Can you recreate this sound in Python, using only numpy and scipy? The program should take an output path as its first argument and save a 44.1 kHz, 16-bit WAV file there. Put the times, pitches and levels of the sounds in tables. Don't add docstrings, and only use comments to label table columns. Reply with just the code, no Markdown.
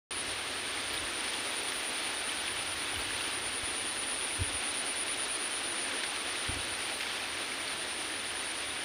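import sys
import numpy as np
from scipy import signal
from scipy.fft import rfft, irfft, next_fast_len
from scipy.io import wavfile
from scipy.ndimage import uniform_filter1d

SR = 44100
rng = np.random.default_rng(int(sys.argv[2]) if len(sys.argv) > 2 else 0)


def gain_from_db(level_db):
    decades = np.asarray(level_db, float) / 20
    return 10 ** decades


def put_to_file(sound):
    columns = np.atleast_2d(sound).T
    safe = np.clip(columns, -1, 1)
    whole_steps = np.round(safe * 32767)
    wavfile.write(sys.argv[1], SR, whole_steps.astype(np.int16))


N = 389844


def evened(x):
    return x / np.sqrt(np.mean(x ** 2) + 1e-20)


def curve(rows, column):
    rows = np.array(rows)
    return np.interp(np.arange(N) / SR, rows[:, 0], rows[:, column])


def swells(rows):
    t = np.arange(N) / SR
    return sum(rise_db * np.exp(-((t - at_s) / half_s) ** 2) for at_s, rise_db, half_s in rows)


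def coloured(x, points):
    point_hz, point_db = np.transpose(points)
    size = next_fast_len(N)
    hz = np.fft.rfftfreq(size, 1 / SR)
    gain_db = np.interp(np.log(hz + 1), np.log(point_hz + 1), point_db, -90, -90)
    return evened(irfft(rfft(x, size) * gain_from_db(gain_db), size)[:N])


def hiss(points):
    return coloured(rng.standard_normal(N), points)


def wander(seconds):
    size = max(round(seconds * SR), 1)
    once = uniform_filter1d(rng.standard_normal(N), size)
    return evened(uniform_filter1d(once, size))


def add(mix, at_s, sound):
    part = mix[max(round(at_s * SR), 0):][:len(sound)]
    part += sound[:len(part)]


def chirps_of(songs, effort, rest_s):
    mood_s, mood_db, mood_hz = .002, .7, 12
    rows = []
    effort_s, effort_db, effort_hz = np.transpose(effort)
    for mark_s, chirps in map(np.transpose, songs):
        first_chirp = np.cumsum(chirps) - chirps
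        starts = np.interp(np.arange(chirps.sum() + 1), first_chirp, mark_s)
        period = np.diff(starts, append=2 * starts[-1] - starts[-2])
        mood = rng.standard_normal((len(starts), 3))
        length = period - rest_s + mood_s * mood[:, 0]
        db = np.interp(starts, effort_s, effort_db) + mood_db * mood[:, 1]
        hz = np.interp(starts, effort_s, effort_hz) + mood_hz * mood[:, 2]
        rows += zip(starts, length, db, hz)
    return rows


def chirp(at_s, length_s, db, hz, per_s, first_s, last_s, fall_hz, swell_db):
    luck = rng.standard_normal((40, 3))
    per_s = per_s * (1 + .012 * luck[-1, 0])
    t = np.arange(0, length_s + 1 / per_s, 1 / SR)
    stroke = (t * per_s).astype(int)
    done = np.clip(stroke / per_s / length_s, 0, 1)
    left_s = (stroke + 1) / per_s - t
    span_s = first_s + (last_s - first_s) * done
    shape = np.sin(np.pi * np.clip(left_s / span_s, 0, 1)) ** 1.3
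    end_hz = hz - fall_hz / 2 + 15 * luck[stroke, 0]
    turns = end_hz * left_s + fall_hz * left_s ** 2 / (2 * first_s)
    strength_db = db - swell_db * (1 - np.minimum(done / .35, 1)) + 1.0 * luck[stroke, 1]
    ending = np.clip((length_s - stroke / per_s) * per_s + .5, 0, 1)
    wave = np.sin(2 * np.pi * turns + 0.8 * luck[stroke, 2] + 2 * luck[-1, 2] * stroke)
    return at_s + first_s / 2 - 1 / per_s, 2 * gain_from_db(strength_db) * ending * shape * wave


# (first wing stroke [s], chirps to next mark [count])
LOW_SONGS = [
    [(0.062, 9), (0.938, 11), (2.031, 4), (2.451, 5), (2.98, 4), (3.41, 7), (4.125, 4), (4.532, 5),
     (5.067, 8), (5.926, 9), (6.899, 0)],
    [(7.01, 3), (7.29, 6), (7.866, 5), (8.345, 2), (8.55, 3), (8.835, 0)],
]
# (time [s], level [dB], wing pitch [Hz])
LOW_SINGER_EFFORT = [(0.06, -41.5, 9170), (0.45, -46.5, 9100), (0.94, -42, 9230), (2.03, -40, 9340),
                     (2.45, -42.5, 9330), (3.0, -44.5, 9300), (3.41, -43.5, 9100), (4.1, -41.5, 9150),
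                     (5.07, -42.5, 9130), (5.93, -43.5, 9120), (6.75, -41.5, 9210), (7.1, -48, 9100),
                     (7.87, -45, 9120), (8.35, -44.5, 9160), (8.84, -47, 9100)]


def low_cricket():
    song = np.zeros(N)
    for row in chirps_of(LOW_SONGS, LOW_SINGER_EFFORT, rest_s=.024):
        add(song, *chirp(*row, per_s=141.5, first_s=.005, last_s=0.0072, fall_hz=730, swell_db=1.8))
    return song


# (first wing stroke [s], chirps to next mark [count])
HIGH_SONGS = [
    [(0.03, 1), (0.139, 0)],
    [(2.35, 10), (3.42, 6), (4.07, 6), (4.742, 5), (5.285, 2), (5.51, 2), (5.76, 0)],
    [(5.93, 9), (6.9, 0)],
    [(7.39, 5), (7.872, 1), (8.0, 2), (8.24, 4), (8.65, 1), (8.775, 0)],
]
# (time [s], level [dB], wing pitch [Hz])
HIGH_SINGER_EFFORT = [(0.03, -45, 9700), (0.14, -39.5, 9740), (2.35, -48.5, 9700), (3.4, -42, 9500),
                      (3.65, -39, 9650), (4.74, -37.5, 9610), (5.3, -38.5, 9670), (5.8, -38.5, 9620),
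                      (5.89, -44, 9680), (6.9, -48, 9650), (7.39, -51, 9700), (7.87, -45, 9500),
                      (8.24, -44, 9700), (8.8, -45, 9640)]


def high_cricket():
    song = np.zeros(N)
    for row in chirps_of(HIGH_SONGS, HIGH_SINGER_EFFORT, rest_s=.03):
        add(song, *chirp(*row, per_s=133, first_s=.0054, last_s=0.0068, fall_hz=420, swell_db=3.3))
    return song


def crickets():
    song = low_cricket() + high_cricket()
    t = np.arange(6000) / SR
    blur = rng.standard_normal((2, 6000)) * gain_from_db(-60 * t / .06)
    blur = blur / np.linalg.norm(blur[0])
    echoes = signal.oaconvolve(song[None], blur, axes=1)[:, :N]
    turn = 3.55 * wander(0.082)
    scattered = gain_from_db(-12) * (np.cos(turn) * echoes[0] + np.sin(turn) * echoes[1])
    far_chorus = gain_from_db(-49.5) * hiss([(8300, -13), (9000, 0.5), (9600, 0), (10400, -13)])
    return song * gain_from_db(1.0 * wander(.0015)) + scattered + far_chorus


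# (frequency [Hz], level [dB per Hz])
SPLASH_SPECTRUM = [(500, 1.5), (1000, -8), (1700, 4), (2600, 6.5), (3600, 9), (5000, 3.5), (7000, -0.5)]


def splashes():
    grains = np.zeros(N)
    t = np.arange(1200) / SR
    clumps = gain_from_db(3 * wander(.025))
    for hz in np.geomspace(700, 6000, num=16):
        falls = rng.random(N) < 90 * clumps / SR
        drops = falls * gain_from_db(2.43 * np.minimum(rng.exponential(1, N), 5))
        ring = np.sin(2 * np.pi * hz * t * (1 + 8 * t)) * np.exp(-t * hz / 5) * (1 - np.exp(-t * hz))
        grains += signal.oaconvolve(drops, evened(ring) / np.sqrt(hz))[:N]
    return coloured(grains, SPLASH_SPECTRUM)


# (time [s], flow level [dB], splash share [0-1], fine spray re flow [dB])
WATER_FLOW = [(0.11, -39, 0.1, -20.5), (0.98, -37.5, 0.23, -21), (1.01, -39, 0.16, -20),
              (1.37, -38, 0.06, -19), (3.25, -37.5, 0.38, -20), (3.44, -39, 0.13, -19),
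              (5.77, -38.5, 0.13, -20), (5.8, -37.5, 0.35, -22.5), (6.8, -38, .3, -20),
              (8.84, -39.5, 0.19, -21)]
# (frequency [Hz], level [dB per Hz])
WASH_SPECTRUM = [(110, -67), (180, -13), (273, -1.5), (353, -1), (435, -3.5), (1080, -4.5), (1380, -3),
                 (2380, -2), (3380, -2.5), (4300, -5.5), (7420, -19.5), (8300, -18.5), (10800, -24.5),
                 (18300, -120)]
# (frequency [Hz], level [dB per Hz])
FIZZ_SPECTRUM = [(6060, -38), (10300, 0.5), (12400, -9), (13700, -8.5), (14900, -4.5), (15400, -4)]
# (time [s], rise [dB], half length [s])
SPRAY_SPURTS = [
    (0.94, 12, .015),
    (1.78, 3, .1),
    (2.985, 6, .025),
    (3.21, 3, .05),
    (6.98, 4, .05),
]


def water():
    wash = hiss(WASH_SPECTRUM) * gain_from_db(.5 * wander(0.029))
    share = np.clip(curve(WATER_FLOW, 2), 0, 1)
    body = 1.197 * np.sqrt(1 - share) * wash + np.sqrt(share) * splashes()
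    fizz = hiss(FIZZ_SPECTRUM) * gain_from_db(1.0 * wander(0.007))
    fizz_db = curve(WATER_FLOW, 3) + swells(SPRAY_SPURTS)
    return gain_from_db(curve(WATER_FLOW, 1)) * (body + gain_from_db(fizz_db) * fizz)


# (time [s], still air level [dB])
STILL_AIR = [(0.11, -57), (1.6, -61.5), (2.3, -61.5), (3.5, -59.5), (5.5, -61.5), (8.84, -61.5)]
# (time [s], rise [dB], half length [s])
AIR_GUSTS = [(0.31, 4, .06), (0.66, 0, .1), (0.97, 7, 0.11), (2.66, 6, 0.2), (3.12, 7, 0.11),
             (3.4, 5, 0.13), (4.47, 9, .08), (6.62, 5, 0.18), (7.27, 3, .1), (7.83, 2, .1), (8.74, 3, .1)]
# (frequency [Hz], level [dB per Hz])
RUMBLE_SPECTRUM = [(12, -43), (20, -22), (48, 0), (98, 2.5), (141, -2.5), (161, -30), (170, -26),
                   (220, -41), (370, -120)]


def rumble():
    level_db = curve(STILL_AIR, 1) + swells(AIR_GUSTS)
    return gain_from_db(level_db) * hiss(RUMBLE_SPECTRUM) * gain_from_db(0.62 * wander(0.02))


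# (time [s], peak above 11 kHz [dB], t60 [s])
GRASS_RUSTLES = [(0.2546, -54, 0.093), (0.941, -41, 0.08), (1.3087, -41, 0.094), (1.4165, -48, 0.08),
                 (1.5496, -42, 0.08), (1.7367, -53, 0.08), (2.1528, -51, 0.08), (2.4805, -48, 0.08),
                 (2.9649, -46, 0.088), (6.9713, -39.5, 0.08), (7.558, -44, 0.11), (8.4659, -48, 0.08)]


def rustles():
    size = np.zeros(N)
    t = np.arange(6000) / SR
    for at_s, db, t60_s in GRASS_RUSTLES:
        add(size, at_s, gain_from_db(db - 11 - 60 * t / max(t60_s, .06)) * (1 - np.exp(-t / .005)))
    crackle = rng.standard_normal(N) * gain_from_db(2.5 * wander(.001))
    return size * coloured(crackle, [(2000, -12), (5000, -9), (9000, 15), (12000, -3), (16000, 0)])


# (time [s], peak [dB], pitch [Hz])
BUBBLES = [(0.7744, -14, 2110), (0.9762, -9.5, 3660), (1.2448, -16, 1660), (1.2778, -14, 2300),
           (1.3351, -11, 3380), (1.6847, -18, 2120), (1.7185, -19, 2950), (2.0707, -18, 3030),
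           (2.1694, -14, 3540), (2.2912, -12, 3010), (2.3256, -16, 3590), (2.4795, -12, 2430),
           (2.5878, -12, 2600), (2.9594, -11, 2840), (3.1061, -13.5, 1640), (3.2069, -11, 2660),
           (5.08, -17, 2650), (6.0352, -12, 1770), (6.8955, -23, 2420), (7.0053, -14, 2390),
           (7.0591, -15, 1460), (7.2382, -13, 2530), (7.5186, -11, 2200), (7.6774, -15, 4340),
           (8.3677, -18, 1770), (8.7054, -15, 3630)]


def plops():
    out = np.zeros(N)
    t = np.arange(1500) / SR
    for at_s, db, hz in BUBBLES:
        tone = np.sin(2 * np.pi * hz * t * (1 + 5 * t))
        add(out, at_s, gain_from_db(db - 11 - 60 * t / 0.017) * tone * (1 - np.exp(-t / 0.00087)))
    return out


# (time [s], peak [dB])
NEAR_DROPS = [(0.9394, -26), (1.2447, -26), (1.277, -27), (1.3354, -25), (1.6841, -26), (1.7194, -25.5),
              (3.2078, -26), (6.034, -21.5), (6.16, -26), (6.895, -30), (7.006, -24)]


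def splats():
    size = np.zeros(N)
    t = np.arange(1000) / SR
    for at_s, db in NEAR_DROPS:
        add(size, at_s, gain_from_db(db - 5 - 60 * t / 0.048) * (1 - np.exp(-t / 0.0012)))
    return size * hiss([(700, -17), (1500, -3), (3800, 0), (6000, -13), (9000, -24)])


# (time [s], peak [dB], pitch [Hz], half length [s], upper knock re peak [dB])
BODY_KNOCKS = [(1.027, -51, 68, 0.032, -30), (2.986, -42, 72, 0.032, -30), (3.638, -37, 75.4, 0.0062, -18),
               (4.399, -36, 80, 0.0082, -30), (4.42, -24, 86.5, 0.011, -16), (4.474, -43, 90, 0.0078, -30),
               (4.555, -43, 76.4, .02, -30), (6.496, -28.5, 84, 0.0068, -7), (6.53, -37, 75, 0.007, -22),
               (6.549, -45, 85, .007, -20), (6.605, -44, 75, .01, -25), (6.568, -39, 80, 0.012, -4),
               (6.722, -48, 83, 0.028, -30)]


def knocks():
    out = np.zeros(N)
    for at_s, db, hz, half_s, upper_db in BODY_KNOCKS:
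        t = np.arange(-3 * half_s, 3 * half_s, 1 / SR)
        swing = np.cos(2 * np.pi * hz * t * (1 - 6 * t))
        body = np.exp(-(t / half_s) ** 2) * swing
        case = np.exp(-(t / .007) ** 2) * np.sin(2 * np.pi * 270 * t)
        add(out, at_s - 3 * half_s, gain_from_db(db) * (body + gain_from_db(upper_db) * case))
    return out


def scene():
    mix = crickets() + water() + rumble() + rustles() + plops() + splats() + knocks()
    return mix[None]


def band_limit(x):
    return signal.sosfilt(signal.butter(12, 16650, fs=SR, output="sos"), x)


def record(dry):
    start_s, edge_hz = .1078, 15560
    song_low_hz, song_high_hz = 8700, 10300
    hidden_hz, hidden_width_hz = 12400, 1200
    edge = signal.firwin(801, edge_hz, window=("kaiser", 9), fs=SR)
    limited = signal.oaconvolve(dry, edge[None], "same")[0]
    hz, _, cells = signal.stft(limited, SR, nperseg=2048)
    power = uniform_filter1d(abs(cells) ** 2, size=6, axis=0)
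    song = uniform_filter1d(power[(hz > song_low_hz) & (hz < song_high_hz)].mean(0), size=2)
    reach_db = -25.8 - 3.0 * ((hz[:, None] - hidden_hz) / hidden_width_hz) ** 2
    kept = (power > song * gain_from_db(2 * reach_db)) | (hz[:, None] < song_high_hz)
    gated = signal.istft(cells * kept, SR, nperseg=2048)[1][None, :N]
    return band_limit(gated * (np.arange(N) >= start_s * SR))


dry = scene()
out = record(dry)
put_to_file(out)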